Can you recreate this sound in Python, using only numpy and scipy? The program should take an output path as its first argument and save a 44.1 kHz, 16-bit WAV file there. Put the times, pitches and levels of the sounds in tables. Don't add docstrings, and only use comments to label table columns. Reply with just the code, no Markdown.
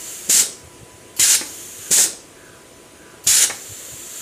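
import sys
import numpy as np
from scipy import signal
from scipy.fft import rfft, irfft, next_fast_len
from scipy.io import wavfile
from scipy.ndimage import uniform_filter1d, map_coordinates

SR = 44100
rng = np.random.default_rng(int(sys.argv[2]) if len(sys.argv) > 2 else 0)


def unload_audio(sound):
    columns = np.transpose(np.atleast_2d(sound))
    steps = np.round(np.clip(columns, -1, 1) * 32767)
    wavfile.write(sys.argv[1], SR, steps.astype(np.int16))


def invert_db(level):
    return 10 ** (np.asarray(level, dtype=float) / 20)


N = 185661
T = np.arange(N) / SR


def unit(x):
    return x / np.sqrt(np.mean(x ** 2) + 1e-20)


def along(points, hz):
    f, v = np.transpose(points)
    return np.interp(np.log(hz + 1), np.log(f + 1), v)


def wobble(rate):
    return map_coordinates(rng.standard_normal(int(N * rate / SR) + 4), [T * rate])


def bumps(rows):
    return sum(db * np.exp(-((T - s) / width) ** 2) for s, db, width in rows)


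def filtered(x, response):
    m = next_fast_len(len(x) + 8192)
    return irfft(rfft(x, m) * response(np.fft.rfftfreq(m, 1 / SR)), m)[:len(x)]


def rush(spectrum, patchy_db):
    z = signal.stft(rng.standard_normal(N + 2048), nperseg=1024, noverlap=768)[2]
    eddies = uniform_filter1d(rng.standard_normal(z.shape), size=3, axis=0)
    eddies = uniform_filter1d(eddies, size=6, axis=1)
    x = signal.istft(z * invert_db(patchy_db * unit(eddies)), nperseg=1024, noverlap=768)[1][:N]
    return unit(filtered(x, lambda hz: invert_db(along(spectrum, hz))))


# (frequency [Hz], density [dB per Hz])
YARD_COLOUR = [(15, -51), (25, -9), (69, -7.5), (155, -8), (228, -8.5), (355, -3), (395, -5), (489, -5),
               (780, -14), (1010, -16), (1140, -15), (4000, -20.5), (5200, -37), (8800, -120)]


def yard_rumble():
    stir_db, stir_s = 4, .11
    stir = bumps([(s + length, stir_db, stir_s) for s, length, *_ in BLASTS])
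    return invert_db(-46 + stir + 0.27 * wobble(4.59)) * rush(YARD_COLOUR, patchy_db=1.0)


# (frequency [Hz], density [dB per Hz])
SEEP_COLOUR = [(1470, -18), (2500, -2), (3240, -4.5), (3870, -37), (4310, -3.5), (5460, -3.5), (6560, 2),
               (8450, 0), (9270, 1.5), (11600, -8), (12300, -8), (15600, -17)]


def hose_seep():
    sag_db_per_s = -.7
    lifted = sum(lift_db * (T > start) * (T < end) for start, end, *_, lift_db in LEAK)
    return invert_db(-48 + sag_db_per_s * T + lifted) * rush(SEEP_COLOUR, patchy_db=2.5)


# (frequency [Hz], level [dB])
MOTOR_PARTIALS = [(352, -3), (660, -3.5), (994, -1.5), (1990, -10)]
# (time [s], change [dB], width [s])
MOTOR_LULLS = [
    (.3, -7, .15),
    (.79, -6, .03),
    (1.95, -12, .3),
    (2.55, -3, .1),
    (2.95, -5, .12),
    (3.8, -9, .2),
]


def motor_whine():
    turn = 2 * np.pi * (T + 1.2e-4 * wobble(20))
    partials = sum(invert_db(db + 1.7 * wobble(18)) * np.sin(hz * turn) for hz, db in MOTOR_PARTIALS)
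    return invert_db(-53.5 + bumps(MOTOR_LULLS)) * partials


# (time [s], length [s], level [dB], throat at start [Hz], throat at end [Hz])
CROW_CALLS = [
    (1.79, .22, -52, 1620, 1520),
    (2.34, .32, -53, 1650, 1520),
    (2.95, .3, -54, 1640, 1490),
]


def crow():
    out = np.zeros(N)
    for s, length, db, from_hz, to_hz in CROW_CALLS:
        u = np.clip((T - s) / length, 0, 1)
        turn = 2 * np.pi * np.cumsum(from_hz + (to_hz - from_hz) * u) / SR
        upper = wobble(300) * np.sin(turn) + wobble(300) * np.cos(turn)
        lower = wobble(350) * np.sin(.83 * turn) + wobble(350) * np.cos(.83 * turn)
        swell = np.sin(np.pi * u ** 0.8) ** .9
        out += invert_db(db + 3.2) * swell * (upper + invert_db(-2.5) * np.sqrt(u) * lower)
    return out


# (centre time [s], peak level [dB], width [s])
PUFFS = [(.64, -41, .007), (.653, -39, .008), (.677, -39, .01), (.796, -42, .0055), (.817, -38, .0068),
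         (.834, -33, .0037), (.947, -39, .0084), (1.2, -27, .0035), (1.225, -37, .0076), (1.802, -47, .028),
         (2.5, -46, .0088), (2.556, -45.5, .008), (3.274, -37, .014), (3.299, -34, .011),
         (3.702, -36, .0086), (3.722, -34, .009), (3.926, -41, .008), (3.941, -33, .0054)]


def puffs():
    out = np.zeros(N)
    for s, db, width in PUFFS:
        out += invert_db(db) * np.exp(-((T - s) / width) ** 2) * np.sin(2 * np.pi * 103 * (s - T) + 0.61)
    return out


# (time [s], peak level [dB], body pitch [Hz], clank level [dB])
KNOCKS = [(0.299, -25.5, 250, -5), (0.409, -34, 191, 0), (0.424, -23.5, 410, -10),
          (1.191, -25.5, 315, -2.5), (1.412, -24, 316, -2), (1.9135, -21, 240, -9), (1.973, -30, 600, 1),
          (1.985, -20.5, 434, -5), (1.999, -30, 570, 1), (2.043, -30, 360, -4), (2.061, -24, 355, -9.5),
          (3.266, -23.5, 157, -7.5), (3.433, -29, 376, -0.5), (3.498, -27, 291, 4.5)]
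# (frequency [Hz], level [dB])
CLANK_COLOUR = [(200, -24), (300, 0.5), (500, -2), (900, -2.5), (1200, -5), (1900, 0.5), (2550, -3),
                (2800, -14), (5000, -39)]


def knocks():
    hold_s, t60_s = .017, .043
    out, t = np.zeros(N + SR), np.arange(SR // 4) / SR
    for s, db, hz, clank_db in KNOCKS:
        push = -np.sin(2 * np.pi * hz * t) * invert_db(-60 * t / 0.028) * (1 - np.exp(-t / 0.0021))
        steel = unit(filtered(rng.standard_normal(len(t)), lambda f: invert_db(along(CLANK_COLOUR, f))))
        fade = invert_db(clank_db - 10.5 - 60 * np.clip(t - hold_s, 0, 1) / t60_s)
        strike = 1 + 1.15 * np.exp(-t / 0.0046)
        out[round(s * SR):][:len(t)] += invert_db(db + 3.5) * (push + fade * strike * steel)
    return out[:N]


# (time from opening [s], level [dB], width [s])
POPS = [
    (-.0043, -27, .00075),
    (.0008, -18.5, .00045),
]


def port_pops():
    out = np.zeros(N)
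    for s in [s for s, *_, port in BLASTS if port == 0]:
        for lag, db, width in POPS:
            u = (T - s - lag) / width
            out += invert_db(db) * (u ** 2 / 2 - 1) * np.exp(-(u / 2) ** 2)
    return out


# (frequency [Hz], density [dB per Hz])
LIFT_COLOUR = [(1760, -37), (3000, -5), (3720, -26), (4290, -8), (5900, -11), (7350, -1), (8560, -10),
               (12300, -4), (15600, -17)]
LIFT_LEVELS = [
    -33.5,
    -36.5,
]


def seat_lifts():
    lead_s, rise_s = .032, .0012
    opens = [s for s, *_, port in BLASTS if port == 1]
    gate = np.zeros(N)
    for s, db in zip(opens, LIFT_LEVELS):
        gate += invert_db(db) * np.clip((T - s + lead_s) / rise_s, 0, 1) * (T < s)
    return gate * rush(LIFT_COLOUR, patchy_db=2.0)


# (start [s], end [s], settled level [dB], loose share [0-1], hose seep lift [dB])
LEAK = [
    (-1, .33, -34.5, .35, 8),
    (1.2, 1.95, -35, .85, 2.5),
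    (3.275, 4.3, -34.5, .15, 4.5),
]
# (frequency [Hz], density [dB per Hz])
SEAT_TIGHT = [(760, -51), (1300, -11), (1500, -12.5), (1780, -11), (2330, -14.5), (3180, -9.5), (3680, -10),
              (4480, -10), (5130, -18.5), (7300, 2.5), (8270, -5.5), (10700, -12), (12400, -10.5),
              (14800, -17), (15600, -15)]
# (frequency [Hz], density [dB per Hz])
SEAT_LOOSE = [(710, -59), (1200, -28.5), (1590, -13), (2050, -10.5), (2280, -13), (3090, -6), (3700, -10.5),
              (5220, -13), (6610, 2.5), (7360, 0), (7850, -6), (9520, -2.5), (10700, -9.5), (13000, -8),
              (15600, -18)]


def seat_leak():
    short_db, build_s, creep_db_per_s = -9, .14, 1.5
    tight, loose = rush(SEAT_TIGHT, patchy_db=1.0), rush(SEAT_LOOSE, patchy_db=0.5)
    out = np.zeros(N)
    for start, end, db, share, _ in LEAK:
        build_up = short_db * np.exp(-np.abs(T - start) / build_s)
        level = invert_db(db + build_up + creep_db_per_s * (T - end))
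        hiss = np.sqrt(share) * loose + np.sqrt(1 - share) * tight
        out += (T >= start) * (T <= end) * level * hiss
    return out * invert_db(1.3 * wobble(9.1))


# (opening time [s], length [s], level [dB], change over the blast [dB], port [0 back, 1 out])
BLASTS = [
    (.2955, .114, -15, 2.5, 0),
    (1.1955, .157, -14.5, 0, 1),
    (1.912, .128, -14, -0.5, 0),
    (3.2705, .173, -15, 0, 1),
]
# (frequency [Hz], density [dB per Hz])
PORT_BACK = [(59, -56), (100, -36), (181, -10.5), (421, -23.5), (684, -18), (919, -15.5), (1110, -21),
             (1430, -11.5), (3000, -8), (3270, -8), (5420, -3.5), (6840, 4.5), (7930, 2.5), (15600, -14.5)]
# (frequency [Hz], density [dB per Hz])
PORT_OUT = [(59, -61), (100, -26), (238, -30.5), (403, -23), (670, -25), (900, -18.5), (1040, -23.5),
            (1490, -11), (1630, -10.5), (2590, -9.5), (4780, -8), (6990, -2), (10000, -7), (15600, -21)]
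# (crack lead [s], crack start level [dB], chamber swell [s], cut-off t60 [s])
SPOOL_EDGES = [
    (.0055, -27, .007, .125),
    (.0055, -36, .026, .11),
]
# (mode [Hz], width [Hz], level under jet [dB], upper mode [Hz], its level [dB])
NOZZLE_MODES = [(7230, 500, -8.5, 9100, -14), (7200, 780, -6, 9800, -15), (7400, 1100, -6, 7900, -14),
                (6960, 590, -3.5, 9900, -5)]


def exhaust():
    crack_end_db = -21
    jet, song = np.zeros(N), np.zeros(N)
    ports = [rush(PORT_BACK, patchy_db=1.0), rush(PORT_OUT, patchy_db=2.0)]
    for (s, length, db, change_db, port), modes in zip(BLASTS, NOZZLE_MODES):
        early, from_db, swell, t60 = SPOOL_EDGES[port]
        hz, width, song_db, upper_hz, upper_db = modes
        u = T - s
        shut_db = -60 * np.clip(u - length, 0, 1) / t60
        flow = invert_db(db + change_db * np.clip(u / length, 0, 1) + shut_db)
        crack = invert_db(np.interp(u, [-early, 0], [from_db, crack_end_db])) * (u > -early) * (u < 0)
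        snap = np.clip(u / .0007, 0, 1) * invert_db(1.5 * np.exp(-np.abs(u) / .02))
        opening = flow * snap + crack
        roar = filtered(ports[port], lambda f: 1 / (1 + (f / 1900) ** 4))
        jet += opening * (ports[port] - roar * np.exp(-np.clip(u, 0, 1) / swell))
        cavity = filtered(rng.standard_normal(N), lambda f: 1 / (1 + ((f - hz) / width) ** 4)
                          + invert_db(upper_db) / (1 + ((f - upper_hz) / width) ** 4))
        song += opening * invert_db(song_db) * unit(cavity) * (u < length + .004)
    flutter = invert_db(.9 * wobble(150) + .5 * wobble(40))
    return jet * flutter, song * flutter


# (frequency [Hz], t60 [s])
SHOP_DECAY = [(300, 0.65), (2000, .35), (4000, .38), (5800, .45), (8000, 0.39), (10000, 0.33), (12000, .33),
              (15000, 0.42)]


def shop(x):
    hz, t, z = signal.stft(rng.standard_normal(SR // 2), SR, nperseg=256)
    tail = signal.istft(z * invert_db(-60 * t / along(SHOP_DECAY, hz)[:, None]), SR, nperseg=256)[1]
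    return signal.fftconvolve(np.pad(x, (300, 0)), tail / np.linalg.norm(tail))[:N]


# (frequency [Hz], level [dB])
WALL_COLOUR = [(300, 1), (2000, -2), (4000, 1.5), (5500, 1), (7000, -6.5), (9000, 2.5), (12000, -5),
               (15000, -12)]


def scene():
    (jet, song), metal = exhaust(), knocks()
    air = filtered(invert_db(-7) * jet + invert_db(-10) * song, lambda hz: invert_db(along(WALL_COLOUR, hz)))
    walls = shop(air + invert_db(-6.5) * metal)
    valve = jet + song + metal + seat_leak() + seat_lifts() + port_pops()
    behind = yard_rumble() + hose_seep() + motor_whine() + crow() + puffs()
    mono = valve + walls + behind
    return np.array([mono, mono])


def top_cut(x):
    return signal.sosfilt(signal.butter(12, 15750, fs=SR, output="sos"), x)


# (time [s], side level under mid [dB])
SLIPS = [(.022, -5), (.16, -21), (2.303, -26), (2.72, -9), (3.18, -13), (3.364, -12), (3.6, -9), (3.74, -8)]


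def record(dry):
    slip_s, top_hz = .043, 15520
    mid = dry[0] / (1 + np.abs(dry[0] / .85) ** 4) ** (1 / 4)
    mid = filtered(mid, lambda hz: (hz < top_hz) / (1 + (38 / (hz + 1)) ** 4))
    treble = filtered(np.roll(mid, 97),
                      lambda hz: (hz > 4500) * (np.exp(-((hz - 6000) / 2200) ** 2) + .04))
    slips = sum(invert_db(db + 3) * np.sin(np.pi * np.clip((T - s) / slip_s, 0, 1)) for s, db in SLIPS)
    side = treble * slips
    return top_cut(np.array([mid + side, mid - side]))


dry = scene()
out = record(dry)
unload_audio(out)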